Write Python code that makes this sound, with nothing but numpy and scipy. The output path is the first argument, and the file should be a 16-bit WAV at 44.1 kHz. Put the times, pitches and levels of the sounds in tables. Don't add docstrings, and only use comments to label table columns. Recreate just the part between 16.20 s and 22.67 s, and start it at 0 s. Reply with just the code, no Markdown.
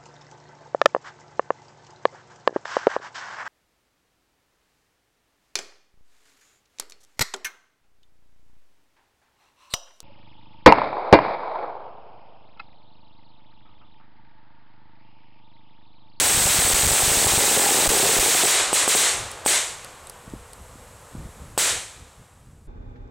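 import sys
import numpy as np
from scipy import signal
from scipy.fft import rfft, irfft
from scipy.io import wavfile

SR = 44100
rng = np.random.default_rng(int(sys.argv[2]) if len(sys.argv) > 2 else 0)


def waveform_to_disk(signal):
    frames = np.transpose(np.atleast_2d(signal))
    scaled = np.clip(frames, -1, 1) * 32767
    samples = np.round(scaled).astype(np.int16)
    wavfile.write(sys.argv[1], SR, samples)


N = 285497
TIME = np.arange(N) / SR


def from_db(db):
    return 10 ** (np.asarray(db) / 20)


def envelope(rows, t):
    return from_db(np.interp(t, *np.transpose(rows)))


def butter(x, hz, kind, order=2):
    return signal.sosfilt(signal.butter(order, min(hz, .45 * SR), kind, fs=SR, output="sos"), x)


def resonance(x, hz, width_hz):
    radius = np.exp(-np.pi * width_hz / SR)
    feedback = [1, -2 * radius * np.cos(2 * np.pi * hz / SR), radius ** 2]
    return signal.lfilter(np.array([1, 0, -1]) * (1 - radius ** 2) / 2, feedback, x)


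def noise(spectrum):
    hz, db = np.transpose(spectrum)
    bins_hz = np.maximum(np.fft.rfftfreq(N, 1 / SR), 1)
    gain = from_db(np.interp(np.log(bins_hz), np.log(hz), db))
    x = irfft(rfft(rng.standard_normal(N)) * gain, N)
    return x / x.std()


def add(track, start_s, sound):
    start = max(0, round(start_s * SR))
    track[start:start + len(sound)] += sound[:N - start]


def spaced_times(per_s, jitter):
    count = np.cumsum(per_s * np.ones(N)) / SR
    turns = np.arange(400) + .5 + jitter * rng.uniform(-1, 1, 400)
    return np.interp(turns[turns < count[-1]], count, TIME)


# pitch_hz, relative_db, t60_s
TUBE_MODES = [(457.4, -9.5, 0.058), (554, -8.5, 0.041), (810.4, -3, 0.027)]
# time_s, gain_db
TUBE_COUPLING = [(0, -0.5), (.9, -4.5), (1.5, 8.5), (1.9, 6), (2.25, 10), (2.55, 6), (3.26, 2.5),
                 (5.38, 2.5)]


def blast(start_s, strength_db, push_s=.00048, suck_s=.001, crack_t60_s=.036, shrill_t60_s=.058):
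    t = TIME[:SR // 10]
    coupling_db = np.interp(start_s, *np.transpose(TUBE_COUPLING))
    choke_db_per_octave = 15.5 * max(0, 1 - start_s / 1.1)
    push = -(1 - t / push_s / 2) * (t < push_s)
    suck = .79 * (1 - (t - push_s) / suck_s) * ((t >= push_s) & (t < push_s + suck_s))
    shock = from_db(10 + (coupling_db - choke_db_per_octave) / 2) * (push + suck)
    debris = rng.standard_normal(len(t)) * (t > push_s + suck_s / 2)
    crack = from_db(-3 - 60 * t / crack_t60_s) * butter(debris, 2400, "high", order=1)
    shrill_gain = from_db(17 + strength_db / 2 - 60 * t / shrill_t60_s)
    shrill = shrill_gain * resonance(debris, hz=8120, width_hz=450)
    detune = 1 + .045 * rng.standard_normal()
    boom = np.zeros(len(t))
    for hz, db, t60_s in TUBE_MODES:
        octaves_below_top = np.log2(TUBE_MODES[-1][0] / hz)
        mode_db = db + rng.normal(0, 4.5) - choke_db_per_octave * octaves_below_top
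        boom -= from_db(mode_db - 60 * t / t60_s) * np.sin(2 * np.pi * hz * detune * t)
    return from_db(strength_db) * (shock + crack + from_db(coupling_db) * boom) + shrill


# start_s, strength_db
BANGS = [(0.0733, 8.5), (0.2004, 6.5), (0.2733, 18), (0.3483, 6), (0.4666, -1), (0.5138, 15), (0.804, 9.5),
         (1.0717, 8.5), (1.091, -10), (1.3751, 11), (1.4422, 5.5), (1.659, 10), (1.8299, 13.5),
         (1.8577, 10), (1.8921, 12), (1.9325, 0.5), (1.9661, 14), (2.082, -1.5), (2.15, 2.5), (2.2357, -1),
         (2.2554, -1.5), (2.5298, -5), (2.6783, -3), (2.7509, 0.5), (3.2614, -3), (5.3775, -1)]
# time_s, crackers_per_s, typical_strength_db
VOLLEY = [(0, 75, 0.5), (0.6, 75, 0), (1.1, 78, 5), (1.7, 72.5, 0), (2.0, 34.5, 8), (2.151, 1, -8)]


def firecrackers(spread_db=5):
    direct, impulses = np.zeros(N), np.zeros(N)
    knots_s, per_s, typical_db = np.transpose(VOLLEY)
    deviation_db = spread_db * np.clip(rng.standard_normal(400), -2, 2)
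    starts_s = spaced_times(np.interp(TIME, knots_s, per_s, right=0), jitter=.7)
    strengths_db = np.interp(starts_s, knots_s, typical_db) + deviation_db[:len(starts_s)]
    for start_s, db in [*BANGS, *zip(starts_s, strengths_db)]:
        add(direct, start_s, blast(start_s, db))
        add(impulses, start_s, from_db([db]))
    add(impulses, 0, from_db([12]))
    return direct + echoes(impulses)


# delay_s, relative_db
SCATTER_DECAY = [(0, 5), (.012, 11.5), (.03, 8.5), (.07, 5.5), (.115, -1), (.15, -5), (.2, -10),
                 (.3, -19.5), (.45, -29), (.7, -41.5), (1.2, -86)]
# frequency_hz, relative_db
SCATTER_SPECTRUM = [(60, -29), (230, -18.5), (370, -2.5), (700, -2), (1200, -2), (2000, 1), (2800, -0.3),
                    (3900, 1.5), (5000, -3), (6600, 0.5), (9500, -2), (12000, -11.5), (16000, -30)]
# delay_s, relative_db
ROLL_DECAY = [(0, -34), (.15, -10), (.4, 1.5), (.8, 1.5), (1.5, -15), (2.5, -21.5), (4, -26.5), (5, -17)]
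# frequency_hz, relative_db
ROLL_SPECTRUM = [(60, -11), (250, -14), (500, -0.5), (750, -1.5), (1100, -0.5), (2000, -9), (4000, -15.5),
                 (9000, -40)]


def echoes(impulses, scatter_gain_db=-17, roll_gain_db=-56, dull_hz=5000, dulling_s=.16):
    def swell(decay):
        return np.sqrt(np.abs(signal.fftconvolve(impulses ** 2, decay ** 2)[:N]))
    t = TIME[:5 * SR]
    scatter = envelope(SCATTER_DECAY, t)
    bright_share = np.exp(-t / dulling_s)
    near = swell(scatter * np.sqrt(bright_share)) * noise(SCATTER_SPECTRUM)
    dull_noise = butter(noise(SCATTER_SPECTRUM), dull_hz, "low", order=1)
    far = swell(scatter * np.sqrt(1 - bright_share)) * dull_noise
    roll = swell(envelope(ROLL_DECAY, t)) * noise(ROLL_SPECTRUM)
    return from_db(scatter_gain_db) * (near + far) + from_db(roll_gain_db) * roll


def rush(t, hold_s=1.17, fall_db_per_s=39):
    return from_db(-fall_db_per_s * np.maximum(t - hold_s, 0))


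# peak_s, level_db, half_width_s
GUSTS = [(3.01, -39, 0.06), (4.153, -39, 0.05), (4.42, -41.5, 0.02), (4.62, -47.5, 0.16),
         (5.014, -31.5, 0.05), (5.273, -40, 0.086), (5.517, -39, 0.1), (5.817, -36.5, 0.042),
         (6.008, -37.5, 0.025), (6.397, -34, 0.17)]
# frequency_hz, relative_db
WIND_SPECTRUM = [(15, 0), (35, 1.5), (65, 3), (120, -3), (200, -11.5), (400, -21.5), (1000, -40),
                 (4000, -81)]
# start_s, level_db, pitch_hz
EDDIES = [(4.077, -29.5, 172), (4.136, -22.5, 284), (4.556, -34.5, 201), (4.951, -24, 171),
          (5.006, -30, 136), (5.22, -28, 109)]


def wind(breeze_db=-51, rush_db=-15, eddy_rise_s=.0014):
    gust_power = sum((from_db(db) * np.exp(-((TIME - peak_s) / half_width_s) ** 2 / 2)) ** 2
                     for peak_s, db, half_width_s in GUSTS)
    power = from_db(breeze_db) ** 2 + gust_power + (from_db(rush_db) * rush(TIME)) ** 2
    out = np.sqrt(power) * noise(WIND_SPECTRUM)
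    t = TIME[:SR // 10]
    thump = t / eddy_rise_s * np.exp(1 - t / eddy_rise_s)
    for start_s, db, hz in EDDIES:
        falling_tone = np.sin(2 * np.pi * hz * t * (1 - t / t[-1] / 2))
        add(out, start_s, from_db(db) * thump * falling_tone)
    return out


# start_s, signed_relative_pressure, length_s
SURGES = [(0.256, -1.9, 0.005), (0.301, 2.0, 0.006), (0.387, -2.8, 0.005), (0.535, 5.4, 0.014),
          (0.662, -2.4, 0.005), (0.67, 3.1, 0.006), (0.711, -2.3, 0.008), (0.832, -2.2, 0.007),
          (0.877, 2.1, 0.005), (0.972, 2.3, 0.004), (1.065, 3.9, 0.006), (1.133, -2.2, 0.006),
          (1.176, -2.6, 0.004), (1.676, -5.8, 0.018), (1.9855, 5.0, 0.015)]


def surges(gain_db=2, lesser_per_s=14, lesser_s=.0058, spread_db=2):
    draws = rng.standard_normal((400, 3))
    lesser = []
    for start_s, (side, size, stretch) in zip(spaced_times(lesser_per_s, jitter=.8), draws):
        pressure = np.sign(side) * 1.18 * rush(start_s) ** 2 * from_db(spread_db * size)
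        lesser.append((start_s, pressure, lesser_s * from_db(spread_db * stretch)))
    out = np.zeros(N)
    for start_s, pressure, length_s in [*SURGES, *lesser]:
        progress = np.linspace(0, 1, max(4, round(length_s * SR)))
        add(out, start_s, pressure * np.sin(np.pi * progress ** .7))
    return from_db(gain_db) * out


# frequency_hz, relative_db
HISS_SPECTRUM = [(300, -2), (1100, -5), (2300, -9), (5000, -4), (8000, 0), (9500, -5), (11000, 0),
                 (13000, -9), (16000, -18)]
# start_s, relative_db, pitch_hz
SPITS = [(3.115, -20, 9500), (3.251, -22, 7900), (3.256, -16, 7800), (3.646, -21.5, 9600),
         (3.871, -27.5, 7940), (3.8972, -20.5, 9300), (4.0996, -37, 6000), (4.3324, -26, 8700)]


def fuse(hiss_db=-56.5, spit_t60_s=.015):
    hum = from_db(-35) * resonance(rng.standard_normal(N), hz=485, width_hz=60)
    out = hum + from_db(hiss_db) * noise(HISS_SPECTRUM)
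    t = TIME[:SR // 20]
    for start_s, db, hz in SPITS:
        spark = from_db(db - 2 - 60 * t / spit_t60_s) * rng.standard_normal(len(t))
        upper_ping = resonance(spark, hz, width_hz=1500)
        lower_ping = from_db(-2) * resonance(spark, hz / 2, width_hz=750)
        snap = from_db(-9) * butter(spark, 7000, "low")
        add(out, start_s, upper_ping + lower_ping + snap)
    return out


def scene():
    return np.tile(fuse() + wind() + surges() + firecrackers(), (2, 1))


def port(x):
    return x + from_db(1) * resonance(x, hz=8000, width_hz=1900)


def overload(x, rail=.34):
    clipped = np.clip(x, -rail, rail)
    return clipped + .12 * np.tanh((x - clipped) / 5)


def limiter(x, ceiling_db=-18, sense_s=.0016, release_db_per_s=250):
    memory = np.exp(-1 / (sense_s * SR))
    power = signal.lfilter([1 - memory], [1, -memory], x.mean(axis=0) ** 2)
    excess_db = np.maximum(10 * np.log10(power + 1e-12) - ceiling_db, 0)
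    recovery_db = release_db_per_s * TIME
    return x * from_db(recovery_db - np.maximum.accumulate(excess_db + recovery_db))


def record(dry, bass_cut_hz=50, treble_cut_hz=15750, fade_end_s=6.747, fade_s=1.58):
    saturated = overload(port(dry))
    limited = limiter(butter(saturated, bass_cut_hz, "high", order=1))
    faded = limited * np.clip((fade_end_s - TIME) / fade_s, 0, 1)
    return signal.sosfilt(signal.ellip(10, .1, 80, treble_cut_hz, fs=SR, output="sos"), faded)


dry = scene()
out = record(dry)
waveform_to_disk(out)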